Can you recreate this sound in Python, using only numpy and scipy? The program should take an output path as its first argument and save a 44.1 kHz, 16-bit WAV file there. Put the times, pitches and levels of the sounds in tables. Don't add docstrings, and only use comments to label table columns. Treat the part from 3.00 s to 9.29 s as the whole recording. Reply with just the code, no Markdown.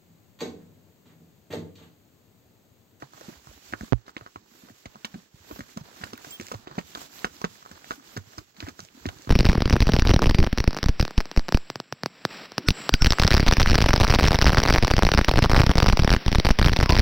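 import sys
import numpy as np
from scipy import signal
from scipy.io import wavfile
from scipy.ndimage import uniform_filter1d

SR = 44100
rng = np.random.default_rng(int(sys.argv[2]) if len(sys.argv) > 2 else 0)


def generate_wav(signal):
    frames = np.transpose(np.atleast_2d(signal))
    scaled = np.clip(frames, -1, 1) * 32767
    pcm = np.round(scaled).astype(np.int16)
    wavfile.write(sys.argv[1], SR, pcm)


def linear_from_db(decibels):
    return 10 ** (np.asarray(decibels, float) / 20)


N = 277521
LAG = 20

# middle_s, grit_scuff_db, coat_rustle_db, half_length_s
LEG_SWINGS = [(0.0, -59.5, -64, 0.084), (0.259, -57, -57.5, 0.16), (0.524, -62.5, -60, 0.13),
              (0.686, -61.5, -55.5, 0.068), (0.837, -58, -57, 0.087), (1.085, -58, -64, 0.033),
              (1.212, -62, -67, 0.097), (0.977, -67.5, -71, 0.084), (1.333, -83, -67.5, 0.094),
              (1.413, -66, -73.5, 0.088), (1.617, -63, -62.5, 0.16), (1.793, -80, -64.5, 0.064),
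              (2.008, -64.5, -65, 0.27), (2.168, -65.5, -66, 0.13), (2.402, -67, -63.5, 0.083),
              (2.55, -56, -57, 0.11), (2.71, -61, -58.5, 0.058), (2.789, -60, -59.5, 0.035),
              (2.876, -56, -61.5, 0.059), (3.02, -56.5, -55.5, 0.11), (3.13, -57.5, -62.5, 0.094),
              (3.283, -56, -53.5, 0.094), (3.468, -59, -56, 0.13), (3.617, -60.5, -64.5, 0.052),
              (3.715, -54.5, -65.5, 0.058), (3.791, -54, -57.5, 0.048), (3.892, -61.5, -55.5, 0.054),
              (4.006, -53, -51, 0.078), (4.189, -55, -53.5, 0.098), (4.37, -58.5, -57.5, 0.091),
              (4.547, -61.5, -59, 0.11), (4.743, -58.5, -60.5, 0.12), (4.91, -57.5, -54.5, 0.081),
              (5.116, -57.5, -58, 0.11), (5.344, -62, -59.5, 0.11), (5.494, -69.5, -68, 0.047),
              (5.646, -55, -58, 0.09), (5.816, -62, -59.5, 0.07), (5.923, -68, -69.5, 0.068),
              (6.055, -58, -59.5, 0.13), (6.25, -59.5, -59.5, 0.17)]
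# start_s, level_db
FINGER_TAPS = [
    (.92405, 3.9),
    (.9247, -4),
    (.9317, 4.9),
]


def evened(x):
    return x / np.sqrt(np.mean(x ** 2) + 1e-20)


def read(points, hz):
    f, value = np.transpose(points)
    return np.interp(np.log(hz + 1), np.log(f + 1), value)


def add(mix, s, sound):
    part = mix[max(round(s * SR), 0):][:len(sound)]
    part += sound[:len(part)]


def blow(hz, db, cycles):
    u = np.arange(round(7 * cycles / hz * SR)) * hz / SR / cycles
    return -linear_from_db(db) * u * np.exp(1 - u) * np.sin(2 * np.pi * cycles * u)


def ring(hz, db, t60):
    t = np.arange(round(np.clip(t60, .004, .3) * SR)) / SR
    return linear_from_db(db - 60 * t / t60) * np.sin(2 * np.pi * hz * t)


def below(x):
    shadow_db, shadow_hz, nearer_db = -5, 5200, 1.9
    low = signal.filtfilt(*signal.butter(1, shadow_hz, fs=SR), x)
    left = np.pad(low + linear_from_db(shadow_db) * (x - low), (LAG, 0))[:N]
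    return np.array([left, linear_from_db(nearer_db) * x])


def wash(spectrum, level_db, same, patchy_db, flicker_db, size):
    hop = size // 4
    frames, hz = N // hop + 5, np.fft.rfftfreq(size, 1 / SR)
    a, b, c, d, patches = rng.standard_normal((frames, len(hz), 5)).T
    patches = uniform_filter1d(patches, size=6, axis=0)
    patches = evened(uniform_filter1d(patches, size=16, axis=1))
    flicker = evened(uniform_filter1d(rng.standard_normal(frames), size=3))
    right, same = a + 1j * b, np.clip(same, 0, 1)
    late = np.exp(-2j * np.pi * hz * LAG / SR)[:, None]
    left = same * late * right + np.sqrt(1 - same ** 2) * (c + 1j * d)
    z = np.array([left, right])
    z *= linear_from_db(read(spectrum, hz)[:, None] + patchy_db * patches + flicker_db * flicker)
    noise = signal.istft(z, nperseg=size, noverlap=size - hop)[1][:, :N]
    return linear_from_db(level_db) * evened(noise)


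def swings(peaks_db):
    edge_db, edge_power, still_db = 10, 2.6, -98
    s, _, _, half = np.transpose(LEG_SWINGS)[:, :, None]
    t = np.arange(0, N, 64) / SR
    away = abs(t - s) / np.maximum(half, .02)
    swells = linear_from_db(peaks_db[:, None] - edge_db * away ** edge_power)
    power = (swells ** 2).sum(axis=0) + linear_from_db(still_db) ** 2
    return np.interp(np.arange(N) / SR, t, 10 * np.log10(power))


def stride():
    # pitch_hz, level_db
    shuffle = [(30, 9.5), (70, -0.5), (120, 5.5), (250, 9), (420, 7), (800, -32)]
    scuff = [(250, -1), (600, 6), (1000, 5), (1700, 4.5), (2600, -10), (4500, -1), (8000, -44)]
    rustle = [(800, -14.5), (2500, -4.5), (4500, -5), (7000, -4), (12000, -1.5), (16000, -1.5)]
    swish = [(9500, -43), (11500, 10.5), (16000, 6)]
    # middle_s, extra_swish_db, half_length_s
    flicks = [
        (0.2, 8, 0.037),
        (1.58, 14, 0.14),
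        (2.25, 0, .025),
        (2.53, 19, 0.083),
        (3.342, 12, .03),
        (4.167, 15.5, 0.075),
        (4.85, -2, .03),
        (5.146, 15, 0.046),
    ]
    _, grit_peaks_db, coat_peaks_db, _ = np.transpose(LEG_SWINGS)
    grit_db, coat_db = swings(grit_peaks_db), swings(coat_peaks_db)

    earth_db = -65 + 0.79 * (grit_db + 58)
    earth = wash(shuffle, earth_db + 6.0, 0.99, 1.0, 1.6, size=1024) * linear_from_db([[-1], [1]])
    grit = wash(scuff, grit_db + 2.5, 0.04, 1.0, 3.3, size=256) * linear_from_db([[-2.5], [2.5]])
    coat = wash(rustle, coat_db + 12.0, 0.0057, 1, 1.0, size=256) * linear_from_db([[-3], [2.5]])

    swish_db = -56.5 + 0.92 * (coat_db + 54)
    t = np.arange(N) / SR
    swish_db += sum(db * np.exp(-((t - s) / half) ** 2) for s, db, half in flicks)
    hair = wash(swish, swish_db, 0.046, 0.95, 0.87, size=256) * linear_from_db([[-10], [3.5]])

    ticks_per_s = 400
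    ticks = linear_from_db(1.04 * np.minimum(rng.exponential(1, N), 4)) * (rng.random(N) < ticks_per_s / SR)
    stone = rng.integers(0, 8, N)
    gravel = sum(signal.oaconvolve(ticks * (stone == k), blow(hz, 0, 0.24))[:N]
                 for k, hz in enumerate(np.geomspace(900, 7500, 8)))
    return earth + grit + coat + hair + below(linear_from_db(grit_db - 10.5) * evened(gravel))


def thuds():
    # start_s, peak_db, pitch_hz
    clops = [(0.0204, -37.5, 290), (0.2132, -40.5, 523), (0.2893, -38, 325), (0.7245, -38, 252),
             (0.808, -34, 213), (2.0446, -37, 206), (2.1402, -33, 181), (2.5095, -33, 289),
             (2.5145, -39.5, 252), (2.591, -31, 221), (2.5984, -32, 248), (2.7628, -37, 255),
             (3.0076, -41, 190), (3.134, -34, 255), (3.5151, -33.5, 460), (3.5383, -32.5, 478),
             (4.2442, -27.5, 265), (4.44, -24.5, 182), (4.9069, -34.5, 245), (5.6242, -33.5, 290),
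             (5.68, -30.5, 263), (5.7943, -44, 183), (5.9731, -44, 254), (6.064, -31.5, 301)]
    # start_s, peak_db, pitch_hz, length_cycles
    thumps = [(0.0252, -44.5, 134, 1.2), (0.4693, -46.5, 124, 0.6), (0.49, -43.5, 66.4, 0.26),
              (0.6712, -60, 68.6, 1.7), (0.72, -40.5, 110, 1.4), (0.811, -33.5, 72.4, 0.35),
              (1.8605, -37.5, 92, 0.31), (2.3423, -40.5, 127, 0.17), (2.524, -38.5, 75.4, 0.25),
              (2.6084, -37, 109, 0.36), (2.81, -34.5, 143, 0.54), (3.0326, -38, 97, 0.44),
              (3.125, -44.5, 109, 0.75), (3.413, -46, 99, 0.93), (3.545, -32.5, 109, 0.78),
              (3.71, -45.5, 141, 1), (4.7152, -51, 86, 1.2), (5.1683, -32, 108, 0.5),
              (5.176, -32, 94.4, 0.91), (5.3827, -33.5, 105, 0.34), (5.6294, -32.5, 91, 0.68),
              (5.806, -50.5, 99, 0.95), (6.0, -54, 67, 1.9), (6.059, -33, 109, 0.27),
              (6.069, -25.5, 88, 0.52), (6.161, -43, 110, 0.29), (6.277, -28.5, 97, 0.37)]
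    # start_s, peak_db, pitch_hz
    slaps = [(0.2829, -32.5, 203), (0.7339, -26.5, 283), (0.8319, -28, 238), (1.166, -31, 304),
             (1.3571, -43, 258), (1.635, -40.5, 230), (1.7026, -41.5, 240), (1.8569, -35.5, 244),
             (2.1564, -31, 230), (2.7705, -26, 198), (3.1304, -37, 434), (3.397, -30.5, 224),
             (3.6717, -37.5, 296), (3.7796, -23, 205), (3.7854, -31, 386), (3.9754, -38.5, 254),
             (4.2491, -26.5, 213), (4.712, -40, 200), (5.1639, -28, 258), (5.1739, -29.5, 216),
             (5.827, -43.5, 153), (6.0556, -20.5, 265), (6.2724, -28.5, 253)]
    # start_s, peak_db, pitch_hz
    cups = [
        (1.9505, -47.5, 212),
        (3.2692, -45.5, 273),
        (3.4033, -36.5, 344),
        (3.5242, -40, 219),
        (3.7795, -36, 185.5),
        (3.9488, -50, 211),
        (4.977, -45.5, 280),
        (5.3769, -36.5, 313),
        (5.6759, -43, 211),
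    ]
    out = np.zeros(N)
    kinds = (slaps, 0.54), (clops, 0.98), (cups, 1.87)
    for s, db, hz, cycles in thumps + [(*row, cycles) for rows, cycles in kinds for row in rows]:
        add(out, s, blow(hz, db, np.clip(cycles, .3, 1.6)))
    return out


def cracks():
    # start_s, peak_db, pitch_hz, grit_db
    strikes = [(0.0227, -29, 1200, -10), (0.2878, -42.5, 1270, -2.5), (0.7359, -17, 1560, -22),
               (1.0799, -35, 1300, -6.5), (1.166, -23.5, 2100, -17), (1.2101, -36, 1280, -11),
               (1.2627, -32, 1320, -14), (1.3585, -32, 1040, -8.5), (1.6862, -44.5, 1310, -4),
               (1.8563, -39, 2030, 5.5), (2.0467, -20, 3060, -11.5), (2.1425, -39.5, 1500, -0.5),
               (2.6063, -29, 1810, -8.5), (3.0136, -37.5, 1720, -6), (3.0212, -42, 1670, -1),
               (3.0365, -22, 1620, -14), (3.5407, -36, 840, 4), (3.6714, -37, 1200, 2),
               (3.785, -28.5, 2170, -2.5), (3.9559, -27, 1240, -26), (4.245, -11, 1475, -10),
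               (4.268, -39, 1220, 1), (4.4467, -22.5, 1490, -2), (4.9078, -17, 1310, -12.5),
               (5.626, -32.5, 1620, -12), (5.667, -36, 1640, -6), (5.674, -35, 1470, -5),
               (6.2731, -33.5, 1190, -2.5)]
    # start_s, peak_db, pitch_hz, grit_db, splinters_db
    crunches = [(0.2104, -39.5, 1440, -4, -42), (0.7249, -36, 1690, -2.5, -42),
                (0.8093, -29.5, 1570, -14, -37), (2.511, -31.5, 1120, -6, -54), (2.56, -37.5, 900, -6, -49),
                (2.592, -35, 1740, -11, -32.5), (2.773, -31, 1360, -4.5, -30), (3.246, -39, 2090, 0.5, -39),
                (3.3987, -28, 2370, -15, -33), (3.5156, -25, 1170, -9.5, -32),
                (3.5455, -29.5, 1100, -20, -48), (3.7806, -24, 810, -6, -41), (3.7926, -30, 2640, -24, -41),
                (3.973, -32, 1210, -13, -40), (4.0155, -34, 970, -22, -52),
                (4.4421, -14.5, 1350, -10.5, -50), (4.7139, -36.5, 1560, -11, -39),
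                (4.9139, -25, 1420, -32, -29), (4.9181, -28, 1500, -12, -42), (5.167, -27, 1520, -5.5, -50),
                (5.382, -28.5, 1230, -10, -32), (5.6036, -25, 3900, -14, -49),
                (5.686, -40.5, 1320, 5, -31.5), (5.6924, -33, 1440, -8, -42),
                (5.7921, -29.5, 1360, -21, -36.5), (6.0554, -24, 1980, -16, -48),
                (6.0621, -29.5, 3600, -11, -28.5), (6.088, -29.5, 1740, -7, -36)]
    # start_s, peak_db, pitch_hz, splinters_db
    chips = [(2.0515, -42, 3520, -23.5), (3.04, -52, 1620, -28), (3.133, -30, 1250, -30.5),
             (3.411, -36, 1880, -27), (3.484, -36.5, 2520, -34), (3.5197, -29.5, 1380, -28.5),
             (3.9502, -31, 1560, -37), (4.2504, -30, 1390, -25), (4.4156, -27, 1080, -28.5),
             (5.1733, -26, 1710, -25), (5.3881, -34.5, 1390, -32.5)]
    strike_splinter_db, chip_grit_db = -60, -44
    hits = [(*row, strike_splinter_db) for row in strikes] + crunches
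    hits += [(s, db, hz, chip_grit_db, splinter_db) for s, db, hz, splinter_db in chips]

    out, t = np.zeros(N), np.arange(1300) / SR
    luck = rng.standard_normal((len(hits), 2, len(t)))
    splinter = signal.iirpeak(5600, .8, SR)
    for (s, db, hz, grit_db, splinter_db), (noise, lumps) in zip(hits, luck):
        sharp_db = splinter_db - db
        add(out, s, blow(hz, db + 2.0, 0.7))
        add(out, s + 0.44 / hz, blow(hz * 0.56, db - 0.5, 0.26))
        add(out, s, blow(hz * 2.0, db + 1.3 * sharp_db - 2.5, 0.32))

        lumps = evened(uniform_filter1d(lumps, size=25))
        grains = noise * linear_from_db(4 * lumps - 60 * t / 0.03) * (1 - np.exp(-t / 0.00033))
        body = signal.lfilter(*signal.iirpeak(hz * 0.43, .9, SR), grains)
        add(out, s, linear_from_db(db + min(grit_db, 3) + 14.5) * body)
        shards = signal.lfilter(*splinter, grains) + 0.38 * np.diff(grains, prepend=0)
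        add(out, s, linear_from_db(db + sharp_db + 1.0 - 60 * t / 0.027) * shards)
    return out


def loose():
    # peak_s, peak_db, pitch_hz
    slumps = [(0.147, -52, 130), (0.32, -49, 148), (0.558, -53, 75), (0.962, -52, 109), (1.369, -47, 98),
              (1.718, -50.5, 109), (1.968, -53, 146), (2.409, -53, 85.5), (3.272, -47.5, 146),
              (5.19, -39, 97), (5.276, -49, 116), (0.37, -51, 70), (1.22, -45, 111), (3.845, -54, 80),
              (4.315, -53, 75), (4.505, -54, 103), (5.71, -52, 80.5)]
    # peak_s, peak_db, pitch_hz
    knocks = [(0.032, -33.5, 830), (0.181, -45, 694), (0.312, -52, 624), (0.514, -47.5, 590),
              (0.577, -51.5, 290), (0.811, -41, 700), (0.837, -43, 570), (0.951, -51, 226),
              (1.178, -52, 300), (1.224, -48, 678), (1.519, -52.5, 231), (1.55, -51, 328),
              (1.651, -49, 228), (1.698, -49, 678), (1.71, -51, 641), (1.947, -52, 660),
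              (2.182, -43.5, 190), (2.506, -41.5, 470), (2.179, -54, 641), (2.594, -42, 575),
              (2.809, -46, 958), (2.916, -50, 470), (2.941, -50, 630), (3.059, -42, 260), (3.067, -45, 560),
              (3.095, -52, 205), (3.269, -42, 668), (3.417, -42, 500), (3.596, -53, 229), (3.994, -45, 256),
              (4.1, -55, 270), (4.158, -49, 738), (4.362, -46.5, 282), (4.4495, -33, 760),
              (4.551, -51, 1070), (4.769, -51, 348), (4.845, -44.5, 750), (4.94, -53, 237),
              (5.006, -50, 250), (5.177, -36.5, 390), (5.342, -50, 670), (5.416, -48, 364),
              (5.588, -47, 203), (5.85, -50, 640), (5.951, -46.5, 249), (6.057, -32, 677),
              (6.197, -46, 308), (6.249, -50, 501), (1.171, -42, 503), (3.79, -29, 594)]
    # peak_s, peak_db, pitch_hz
    gravel_grains = [(0.136, -53, 4310), (0.217, -48, 1190), (0.254, -52, 3500), (0.338, -44.5, 1873),
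                     (1.066, -48.5, 4200), (1.081, -52, 4710), (1.094, -38, 1310), (1.168, -37, 3900),
                     (1.179, -33.5, 3180), (1.263, -59, 5130), (1.36, -32.5, 1350), (5.797, -38, 6000),
                     (1.699, -45.5, 1770), (1.861, -38, 3700), (1.946, -49, 2730), (2.694, -50, 2020),
                     (2.809, -45, 5500), (2.962, -44, 1320), (3.019, -44, 4980), (3.037, -35, 2620),
                     (3.071, -39, 1460), (3.155, -42, 2520), (3.179, -36.5, 1440), (3.187, -47, 1922),
                     (3.248, -44, 3580), (3.319, -49, 5000), (3.4245, -40, 6800), (3.433, -46, 1857),
                     (3.547, -38, 4300), (3.461, -43, 1615), (3.469, -42, 1916), (3.678, -36, 3300),
                     (3.714, -44, 1640), (3.951, -23.5, 3520), (4.247, -27.5, 4550), (4.297, -46, 1523),
                     (4.366, -39, 4970), (4.556, -45, 1710), (4.627, -38.5, 1170), (4.653, -40, 1249),
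                     (4.845, -42, 3420), (4.937, -36, 1464), (4.998, -42, 1190), (5.166, -30.5, 4630),
                     (5.382, -27, 5260), (5.567, -44, 4200), (5.615, -40, 4500), (5.637, -44, 1800),
                     (5.653, -44, 2300), (5.661, -43, 1863), (5.685, -35, 2160), (5.837, -43, 6500),
                     (6.065, -31, 4360), (6.186, -42, 4300), (6.187, -40, 6300), (6.211, -46, 5000),
                     (6.248, -40, 4220), (6.247, -47, 1800), (6.0885, -25.5, 3200), (4.926, -37, 1010)]
    out, t = np.zeros(N), np.arange(600) / SR
    for rows, cycles in (slumps, 0.73), (knocks, 1.08), (gravel_grains, 1.47):
        for s, db, hz in rows:
            add(out, s - cycles / hz, blow(hz, db, cycles))
    dust_db, dust_t60_s = -3, 0.036
    for (s, db, hz), noise in zip(gravel_grains, rng.standard_normal((len(gravel_grains), len(t)))):
        dust = signal.lfilter(*signal.iirpeak(hz, 1.6, SR), noise)
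        add(out, s, dust * linear_from_db(db + dust_db - 60 * t / dust_t60_s))
    return below(out)


def pebbles():
    knocked = [(0.135, -47, 1130), (0.1776, -49, 1250), (0.4718, -45, 1180), (0.9165, -57, 1100),
               (1.2735, -47, 1290), (1.957, -43.5, 1090), (1.9678, -62, 1210), (3.4246, -44, 4300),
               (3.4676, -43, 4720), (3.4775, -44, 4700), (3.7126, -42.5, 1070), (3.8124, -47, 2240),
               (4.1919, -40.5, 3840), (4.661, -41.5, 1160), (4.758, -51, 1430), (4.8439, -45, 1750),
               (5.334, -49, 1450), (5.5655, -54.5, 2140), (5.804, -33.5, 5600), (5.85, -40, 6740),
               (5.887, -48, 3000), (6.2213, -41, 6200)]
    out = np.zeros(N)
    for s, db, hz in knocked:
        add(out, s, blow(hz, db + 12.0, 0.45))
        add(out, s, blow(min(hz * 3, 9000), db + 18.0, 0.053))
    return out


def finger():
    # start_s, pitch_hz, level_db, t60_s
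    case = [
        (0.9377, 54, -8.5, 0.064),
        (0.9385, 113, -15.5, 0.12),
    ]
    out, t = np.zeros(N), np.arange(1500) / SR
    step = (1 - np.exp(-t / .00021)) * (1 - t / .0014) * np.exp(-t / .0015)
    for s, db in FINGER_TAPS:
        add(out, s, linear_from_db(db) * step)
    for s, hz, db, t60 in case:
        add(out, s, ring(hz, db, t60))
    return out * linear_from_db([[-60], [0]])


def buckle():
    # start_s, level_db
    jingles = [
        (3.1773, -28),
        (3.308, -31),
        (3.4676, -25),
        (3.484, -33),
        (1.698, -44),
        (6.2204, -38),
    ]
    # pitch_hz, level_db, t60_s, joins_after_s
    modes = [(3230, -9, .6, .012), (7380, 3, .07, 0), (7900, -6, .2, .005), (8650, -3, .4, .008),
             (8920, -6, .4, .008), (15190, 7, .06, -.004), (15320, 6, .4, .012), (15385, 1, .5, .015)]
    jangle_s, jangle_db = 3.305, -46
    out, t = np.zeros(N), np.arange(200) / SR
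    for (s, db), snap in zip(jingles, rng.standard_normal((len(jingles), len(t)))):
        add(out, s, np.diff(snap * linear_from_db(db - 60 * t / .006)))
    for (hz, db, t60, late), cluster in zip(modes, rng.standard_normal((len(modes), 12))):
        partials = [k * ring(hz * (1 + 0.004 * np.cos(9 * k)), jangle_db + db, t60) for k in cluster]
        jangle = sum(partials)[:2400]
        add(out, jangle_s + late, jangle * signal.windows.tukey(len(jangle), .3))
    return below(out)


def trees(x, t60):
    t = np.arange(SR // 4) / SR
    taps = rng.choice([-1., 1.], (2, len(t))) * (rng.random((2, len(t))) < 2000 / SR) * (t > .003)
    taps[0] = 0.067 * taps[1] + 0.63 * taps[0]
    taps *= linear_from_db(-60 * t / t60)
    return signal.fftconvolve(x, taps / np.linalg.norm(taps[0]), axes=1)[:, :N]


def scene():
    feet = below(thuds() + cracks() + pebbles())
    soil = signal.lfilter(*signal.butter(2, 260, fs=SR), feet)
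    echoes = linear_from_db(-13.5) * trees(feet, 0.086) + linear_from_db(-18.5) * trees(soil, 0.28)
    trail = feet + echoes + stride() + buckle() + loose()
    duck_db, duck_s = -11, .019
    since = np.arange(N) / SR - FINGER_TAPS[0][0]
    ducked = uniform_filter1d(1. * (since > 0) * (since < duck_s), size=90)
    return trail * linear_from_db(duck_db * ducked) + finger()


def gate(x):
    z = signal.stft(x, SR, "cosine", nperseg=2048, noverlap=1024)[2]
    count, width, first, muted_percent = 11, 32, 384, 33
    treble = slice(first, first + count * width)
    bands = z[:, treble].reshape(2, count, width, -1)
    level_db = 10 * np.log10((abs(bands) ** 2).mean(axis=2, keepdims=True) + 1e-20)
    level_db -= 0.85 * level_db.mean(axis=(0, 1), keepdims=True)
    wander = uniform_filter1d(rng.standard_normal(level_db.shape), size=3)
    level_db += 4 * evened(uniform_filter1d(wander, size=3, axis=1))
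    is_open = level_db > np.percentile(level_db, muted_percent)
    z[:, treble] = (bands * is_open).reshape(2, count * width, -1)
    return signal.istft(z, SR, "cosine", nperseg=2048, noverlap=1024)[1][:, :N]


def low_pass(x):
    return signal.sosfilt(signal.butter(12, 16650, fs=SR, output="sos"), x)


def record(dry):
    # pitch_hz, level_db
    port = [(20, -31), (45, -2.5), (80, -0.5), (7300, -1), (8300, -10), (9600, -20), (10600, -14),
            (11800, -11.5), (15500, -11.5), (15800, -12), (16000, -63)]
    hz = np.fft.rfftfreq(4096, 1 / SR)
    log_gain = np.log(linear_from_db(read(port, hz)))
    whole = np.concatenate([log_gain, log_gain[-2:0:-1]])
    taps = np.fft.ifft(np.exp(np.conj(signal.hilbert(whole)))).real[:2048]
    heard = signal.oaconvolve(dry, taps[None], axes=1)[:, :N]
    whine_hz, whine_db = 15735, -79
    heard += linear_from_db(whine_db) * np.sin(2 * np.pi * whine_hz * np.arange(N) / SR)
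    finished = gate(np.clip(heard, -1, 1))
    return low_pass(finished)


dry = scene()
out = record(dry)
generate_wav(out)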